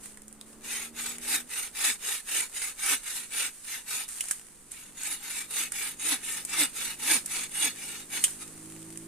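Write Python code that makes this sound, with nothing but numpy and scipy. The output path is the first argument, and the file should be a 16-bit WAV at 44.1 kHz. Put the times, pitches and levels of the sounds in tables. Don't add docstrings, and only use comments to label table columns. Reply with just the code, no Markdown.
import sys
import numpy as np
from scipy import signal
from scipy.fft import rfft, irfft, next_fast_len
from scipy.io import wavfile
from scipy.ndimage import uniform_filter1d, map_coordinates

SR = 44100
rng = np.random.default_rng(int(sys.argv[2]) if len(sys.argv) > 2 else 0)


def master_out(mix):
    frames = np.transpose(np.atleast_2d(mix))
    ceiling = np.clip(frames, -1, 1)
    pcm = np.round(ceiling * 32767).astype(np.int16)
    wavfile.write(sys.argv[1], SR, pcm)


N = 400365

# start in seconds, length in seconds, rasp level in dB before the mix,
# change at the bite in dB.
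CUTS = [(0.598, 0.32, -39.5, -0.1), (1.177, 0.27, -38.5, 7), (1.718, 0.26, -36.5, 7.2),
        (2.233, 0.26, -36.5, 5.5), (2.755, 0.26, -36.5, 8), (3.282, 0.24, -36, 0.5), (3.841, 0.23, -36, -2),
        (4.93, 0.291, -42, 6), (5.467, 0.24, -37.5, 2.5), (5.956, 0.263, -39, 9.5), (6.437, 0.29, -39, 11),
        (6.961, 0.28, -37, 10.5), (7.477, 0.28, -40.5, 9), (8.08, 0.15, -41, 5)]
# start in seconds, length in seconds, rasp level in dB before the mix.
RETURNS = [(0.922, 0.268, -39), (1.463, 0.25, -39), (1.984, 0.24, -36), (2.505, 0.24, -38.6),
           (2.993, 0.29, -40), (3.61, 0.23, -42.5), (4.674, 0.26, -52.5), (5.183, 0.301, -39),
           (5.698, 0.261, -38.5), (6.192, 0.265, -38.5), (6.712, 0.26, -37.7), (7.256, 0.23, -37),
           (7.711, 0.36, -44), (8.383, 0.072, -43.5)]
# frequency in Hz, relative density in dB per Hz.
RASP_SPECTRUM = [(250, -50), (420, -5.5), (650, -20.5), (820, -3.5), (1080, -9.5), (1350, -1), (2300, 2.5),
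                 (2850, 1), (3150, -5), (3750, 2.5), (4500, -10.5), (5600, -6), (7500, -21)]
# frequency in Hz, relative density in dB per Hz.
HISS_SPECTRUM = [(3500, -32), (5000, -9.5), (5800, -11.5), (6650, -1), (7200, -6.5), (8200, -0.5),
                 (9300, 0.5), (10300, -1.5), (11100, -10), (11800, -4.5), (12800, -14), (14900, -16),
                 (15800, -49)]
# frequency in Hz, width in Hz, relative level in dB.
BLADE_MODES = [(816, 18, -11.5), (945, 30, -7), (1272, 36, -2.5), (1806, 66, -1.5), (2299, 67, 4),
               (2571, 25, 4), (2859, 26, 6), (3437, 38, 3.5), (3735, 37, 5.5), (4315, 14.4, 5.5),
               (5250, 17, -20), (6840, 39, -13)]
# frequency in Hz, width in Hz, relative level in dB.
BRANCH_MODES = [(273, 87, -3), (480, 98, -10.5), (864, 171, 1.5)]
# start in seconds, hold in
# seconds, motion level in dB before the mix.
RUSTLES = [(0.0, 0.09, -51), (0.03, 0.005, -41.3), (0.457, 0.07, -54), (4.077, 0.25, -39.5),
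           (4.708, 0.012, -43), (4.8, 0.121, -58), (8.203, 0.085, -35.5), (8.394, 0.65, -49.5)]
# frequency in Hz, relative density in dB per Hz.
LEAF_SPECTRUM = [(500, -29), (950, -17), (1800, -10.5), (3000, -13), (5200, -13), (7200, -4), (9100, 1.5),
                 (11000, -8), (14400, -18), (15800, -27)]
# frequency in Hz, relative density in dB per Hz.
STALK_SPECTRUM = [(300, -17), (800, -1.5), (1700, -3), (3000, 0), (4200, -23), (7000, -25)]
# start in seconds, size in dB before the mix,
# woody knock in dB relative to that, # knock pitch in Hz.
SNAPS = [(0.173, -30.5, -14, 1820), (0.2194, -31.5, -25, 1740), (0.281, -28.5, -32, 1590),
         (0.327, -30, -33, 1640), (0.4121, -27, -15, 3740), (1.183, -23, -17, 2060),
         (4.088, -21, -38, 1940), (4.207, -13.5, -19, 2860), (4.2847, -18.5, -22, 2130),
         (4.3098, -10, -26, 1660), (4.7177, -23, -27, 2820), (5.034, -19, -29, 1630),
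         (5.72, -16.5, -20, 1720), (6.4499, -16.5, -51, 1740), (7.2594, -16, -30, 1704),
         (8.2391, -4.5, -20, 3040), (8.974, -23, -32, 2330)]
# frequency in Hz, relative density in dB per Hz.
CRACK_SPECTRUM = [(1000, -24), (2500, -17.5), (4200, -19.5), (5500, -10.5), (8000, 1.5), (9500, 2.5),
                  (11000, -8), (15000, -17), (15800, -30)]
# time in seconds, firing cycle in Hz, level in dB.
REVVING = [(0, 68.85, -59.5), (.7, 75.36, -56.5), (1.2, 79.7, -53.5), (1.44, 81.2, -54.5),
           (1.56, 82.1, -80)]
# time in seconds, firing cycle in Hz, level in dB.
PULLING = [(3.2, 54, -70), (3.8, 48, -75), (4.8, 47.7, -71), (5.2, 49.2, -69), (7.4, 51.1, -62.5),
           (8.3, 51.6, -61.5), (9.08, 55, -56)]
# multiple of the cycle, dB when revving, dB when pulling,
# dB change at full throttle.
OVERTONES = [(2, -15, -9.5, 4.5), (3, -1, -3, 6), (4, -9.5, -1, -1), (5, -13, -1.5, -2), (6, -17.5, -4, 11),
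             (7, -45, -3.5, -0.5), (8, -18.5, -12, -15)]
# time in seconds, opening from 0 to 1.
THROTTLE = [(8.35, 0.08), (8.65, 0.94)]
# time in seconds, level in dB before the mix.
DRONE = [(0, -56.5), (1.3, -55), (1.8, -59), (4.6, -62), (6.3, -57), (9.08, -54.5)]
# frequency in Hz, relative density in dB per Hz.
ROAD_SPECTRUM = [(70, 0.5), (130, -7.5), (220, 2.5), (330, -0.5), (450, 0), (650, -7.5), (1200, -9),
                 (3000, -21.5)]
# frequency in Hz, relative density in dB per Hz.
AIR_SPECTRUM = [(20, 12.5), (45, 5), (100, -7), (200, 1.5), (500, -22), (1000, -7.5), (1700, -10),
                (3200, -19), (6000, -33), (12000, -56)]
# frequency in Hz, likeness of left and right from -1 to 1.
ALIKE = [(100, 0.52), (400, 0.74), (1400, 0.63), (2600, 0.65), (3900, 0.39), (4700, 0.076), (6500, 0.041),
         (15000, -0.017)]
# frequency in Hz, left minus right in dB.
BALANCE = [(60, -2.5), (200, -2.5), (780, -3), (1300, 3), (2300, 3), (3700, -1.5), (4800, -7), (6400, 2),
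           (8300, -0.5), (9300, -8), (10100, 1), (12000, 3), (15000, 2.5)]

BITE_SHARE, LEAN_S, RELEASE_S = 0.668, 0.067, 0.033
CUT_STEEP, RETURN_STEEP = 1.33, 1.24
SKATE_S, SKATE_DB, CATCH_S = 0.038, -4, 0.0017
HISS_DB = 5.5
JUDDER_DB, JUDDER_PER_BITE, LOOSEN_DB_PER_S = -26, 0.89, 1.0
RING_DB_PER_S = 0.65
GRIP_DB, GRIP_PER_S = 1.18, 45
RUSTLE_ATTACK_S, RUSTLE_DECAY_S = 0.006, 0.062
SWAY_DB, SETTLE_S, STILL_DB = -7, 0.87, -59
TOP_HZ = 15500


def stroke(start, length, db, bite_db, steep):
    t = np.arange(N) / SR - start
    speed = np.abs(np.sin(np.pi * np.clip(t / length, 0, 1)))
    past_bite = t - BITE_SHARE * length
    press = np.exp(-(past_bite / np.where(past_bite < 0, LEAN_S, RELEASE_S)) ** 2)
    skating = (1 - np.tanh((t - SKATE_S) / (2 * CATCH_S))) / 2
    rasp = amp(db + bite_db * press + SKATE_DB * skating) * speed ** steep
    judder_db = JUDDER_DB + JUDDER_PER_BITE * bite_db + LOOSEN_DB_PER_S * start
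    judder = rasp * amp(judder_db) * (1 + 1.06 * press)
    return np.array([speed, rasp, judder])


def arm():
    cuts = sum(stroke(*row, CUT_STEEP) for row in CUTS)
    returns = sum(stroke(*row, 0, RETURN_STEEP) for row in RETURNS)
    return cuts + returns


def shifting(x, depth_db, size=1024):
    z = signal.stft(x, nperseg=size)[2]
    field = rng.standard_normal(z.shape[1:])
    field = uniform_filter1d(field, size=3, axis=0)
    field = uniform_filter1d(field, size=8, axis=1)
    gain = unit(amp(depth_db * unit(field)))
    return signal.istft(z * gain, nperseg=size)[1][:, :N]


def saw(speed, rasp, judder, tooth_hz=330, jitter=0.0401, rasp_db=-1, blade_db=-8.0, judder_db=-19, thud_db=-11):
    tooth_rate = tooth_hz * speed * (1 + jitter * wobble(150))
    phase = 2 * np.pi * np.cumsum(tooth_rate) / SR
    unevenness_db = 0.64 * wobble(600) + 1.39 * wobble(110) + 0.77 * wobble(30)
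    tearing = rasp * unit(amp(1.2 * np.cos(phase) + unevenness_db))
    wood = amp(rasp_db) * coloured(tearing * noise(), RASP_SPECTRUM)
    ring_db = blade_db + RING_DB_PER_S * np.arange(N) / SR
    blade = amp(ring_db) * resonate(tearing * noise(), BLADE_MODES)
    steel = amp(HISS_DB) * coloured(tearing * noise(), HISS_SPECTRUM)
    push = (np.cos(phase) + np.cos(2 * phase) / 2) * amp(3.5 * wobble(90))
    branch = resonate(judder * (amp(judder_db) * push + amp(thud_db) * noise()), BRANCH_MODES)
    grip = amp(GRIP_DB * wobble(GRIP_PER_S))
    return grip * shifting(wood + blade, depth_db=3.0) + shifting(steel, depth_db=5.0) + branch


def shaking(rasp):
    t = np.arange(N) / SR
    keep = np.exp(-1 / (SETTLE_S * SR))
    sway = amp(SWAY_DB) * signal.lfilter([1 - keep], [1, -keep], rasp)
    power = sway ** 2 + amp(STILL_DB) ** 2
    for start, hold, db in RUSTLES:
        rise = np.clip((t - start) / RUSTLE_ATTACK_S, 0, 1)
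        fall = np.exp(-np.maximum(t - start - hold, 0) / RUSTLE_DECAY_S)
        power += (amp(db) * rise * fall) ** 2
    return np.sqrt(power)


def foliage(motion, level_db=-1, crackle_db=1.5, flutter_db=-0.2, tick_rate=10, tick_db=5, tick_s=0.0016):
    crackle = unit(amp(crackle_db * wobble(900) + flutter_db * wobble(20)))
    flicks = (rng.random(N) < tick_rate / SR) * amp(tick_db + rng.uniform(-4, 3.1, N))
    ticks = signal.lfilter([1], [1, -np.exp(-1 / (tick_s * SR))], flicks)
    shake = motion * amp(level_db)
    leaves = coloured(shake * (crackle + ticks) * noise(), LEAF_SPECTRUM)
    stalks = coloured(shake * ticks * noise(), STALK_SPECTRUM) / 2
    return leaves + stalks


def twigs(crack_db=-7, knock_db=3, knock_width=0.13, t60=0.027, attack_share=0.015, size_db=-14,
          tail_db=-20, tail_t60=0.2):
    sharp, knocks = np.zeros((2, 2, N + SR))
    t = np.arange(SR // 5) / SR
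    fibres = noise()
    for s, db, wood_db, hz in SNAPS:
        length = t60 * amp(0.57 * (db - size_db))
        attack = 1 - np.exp(-t / (attack_share * length))
        neighbours = amp(tail_db - 60 * t / tail_t60)
        burst = amp(db) * (amp(-60 * t / length) + neighbours) * attack
        start = round(s * SR)
        at = slice(start, start + len(t))
        sharp[:, at] += burst * amp(crack_db)
        grain = np.roll(fibres, -start, axis=1)[:, :len(t)]
        ring = signal.lfilter(*signal.iirpeak(hz, 1 / knock_width, SR), grain)
        knocks[:, at] += burst * amp(wood_db + knock_db) * unit(ring)
    return coloured(sharp[:, :N] * noise(), CRACK_SPECTRUM) + knocks[:, :N]


def trees(x, t60=0.063, wet_db=-17):
    t = np.arange(SR // 3) / SR
    tail = rng.standard_normal((2, len(t))) * amp(-60 * t / t60) * (1 - np.exp(-t / 0.0052))
    tail = tail / np.linalg.norm(tail[0])
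    return x + amp(wet_db) * signal.fftconvolve(x, tail, axes=1)[:, :N]


def engine_run(rows, overtones, waver_db=0.74, fade_s=0.08):
    t = np.arange(N) / SR
    hz, db = curves(rows)
    heard = np.clip(1 + np.minimum(t - rows[0][0], rows[-1][0] - t) / fade_s, 0, 1)
    phase = 2 * np.pi * np.cumsum(hz) / SR
    tones = 0
    for k, level in overtones:
        waver = amp(level + waver_db * wobble(7))
        tones = tones + waver * np.sin(k * phase + rng.uniform(0, 2 * np.pi))
    return np.sqrt(2) * heard * amp(db) * tones


def engine(revving_db=0, pulling_db=0):
    throttle, = curves(THROTTLE)
    revving = engine_run(REVVING, [(round(k), db) for k, db, _, _ in OVERTONES])
    pulling = engine_run(PULLING, [(round(k), db + open_db * throttle) for k, _, db, open_db in OVERTONES])
    return amp(revving_db) * revving + amp(pulling_db) * pulling


def background(road_db=-2, air_db=-62):
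    drone_db, = curves(DRONE)
    road = amp(drone_db + road_db + wobble(5.3)) * coloured(noise(), ROAD_SPECTRUM)
    air = amp(air_db + wobble(2.8)) * coloured(noise(), AIR_SPECTRUM)
    return road + air


def amp(db):
    return 10 ** (np.asarray(db) / 20)


def unit(x):
    return x / np.sqrt(np.mean(x ** 2) + 1e-20)


def along(points, hz):
    f, v = np.transpose(points)
    return np.interp(np.log(hz + 1), np.log(f + 1), v)


def curves(rows):
    s, *cols = np.transpose(rows)
    return [np.interp(np.arange(N) / SR, s, c) for c in cols]


def wobble(rate):
    knots = rng.standard_normal(int(N * rate / SR) + 4)
    return map_coordinates(knots, [np.arange(N) * rate / SR])


def filtered(x, response):
    m = next_fast_len(N + SR // 2)
    return irfft(rfft(x, m) * response(np.fft.rfftfreq(m, 1 / SR)), m)[..., :N]


def coloured(x, spectrum):
    return filtered(x, lambda hz: unit(amp(along(spectrum, hz))))


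def resonate(x, modes):
    def response(f):
        h = sum(amp(db) * 1j * f * w / (c * c - f * f + 1j * f * w) for c, w, db in modes)
        return h / np.sqrt(np.mean(np.abs(h) ** 2))
    return filtered(x, response)


def noise():
    def mid_side(hz):
        turn = np.arccos(np.clip(along(ALIKE, hz), -1, 1)) / 2
        return np.array([np.cos(turn), np.sin(turn)])
    mid, side = filtered(rng.standard_normal((2, N)), mid_side)
    return np.array([mid + side, mid - side])


def scene():
    speed, rasp, judder = arm()
    near = saw(speed, rasp, judder) + foliage(shaking(rasp)) + twigs()
    mix = trees(near) + engine() + background()
    return filtered(mix, lambda hz: amp(np.array([[0.5], [-0.5]]) * along(BALANCE, hz)))


def record(dry):
    return filtered(dry, lambda hz: 1 / (1 + (hz / TOP_HZ) ** 120))


dry = scene()
out = record(dry)
master_out(out)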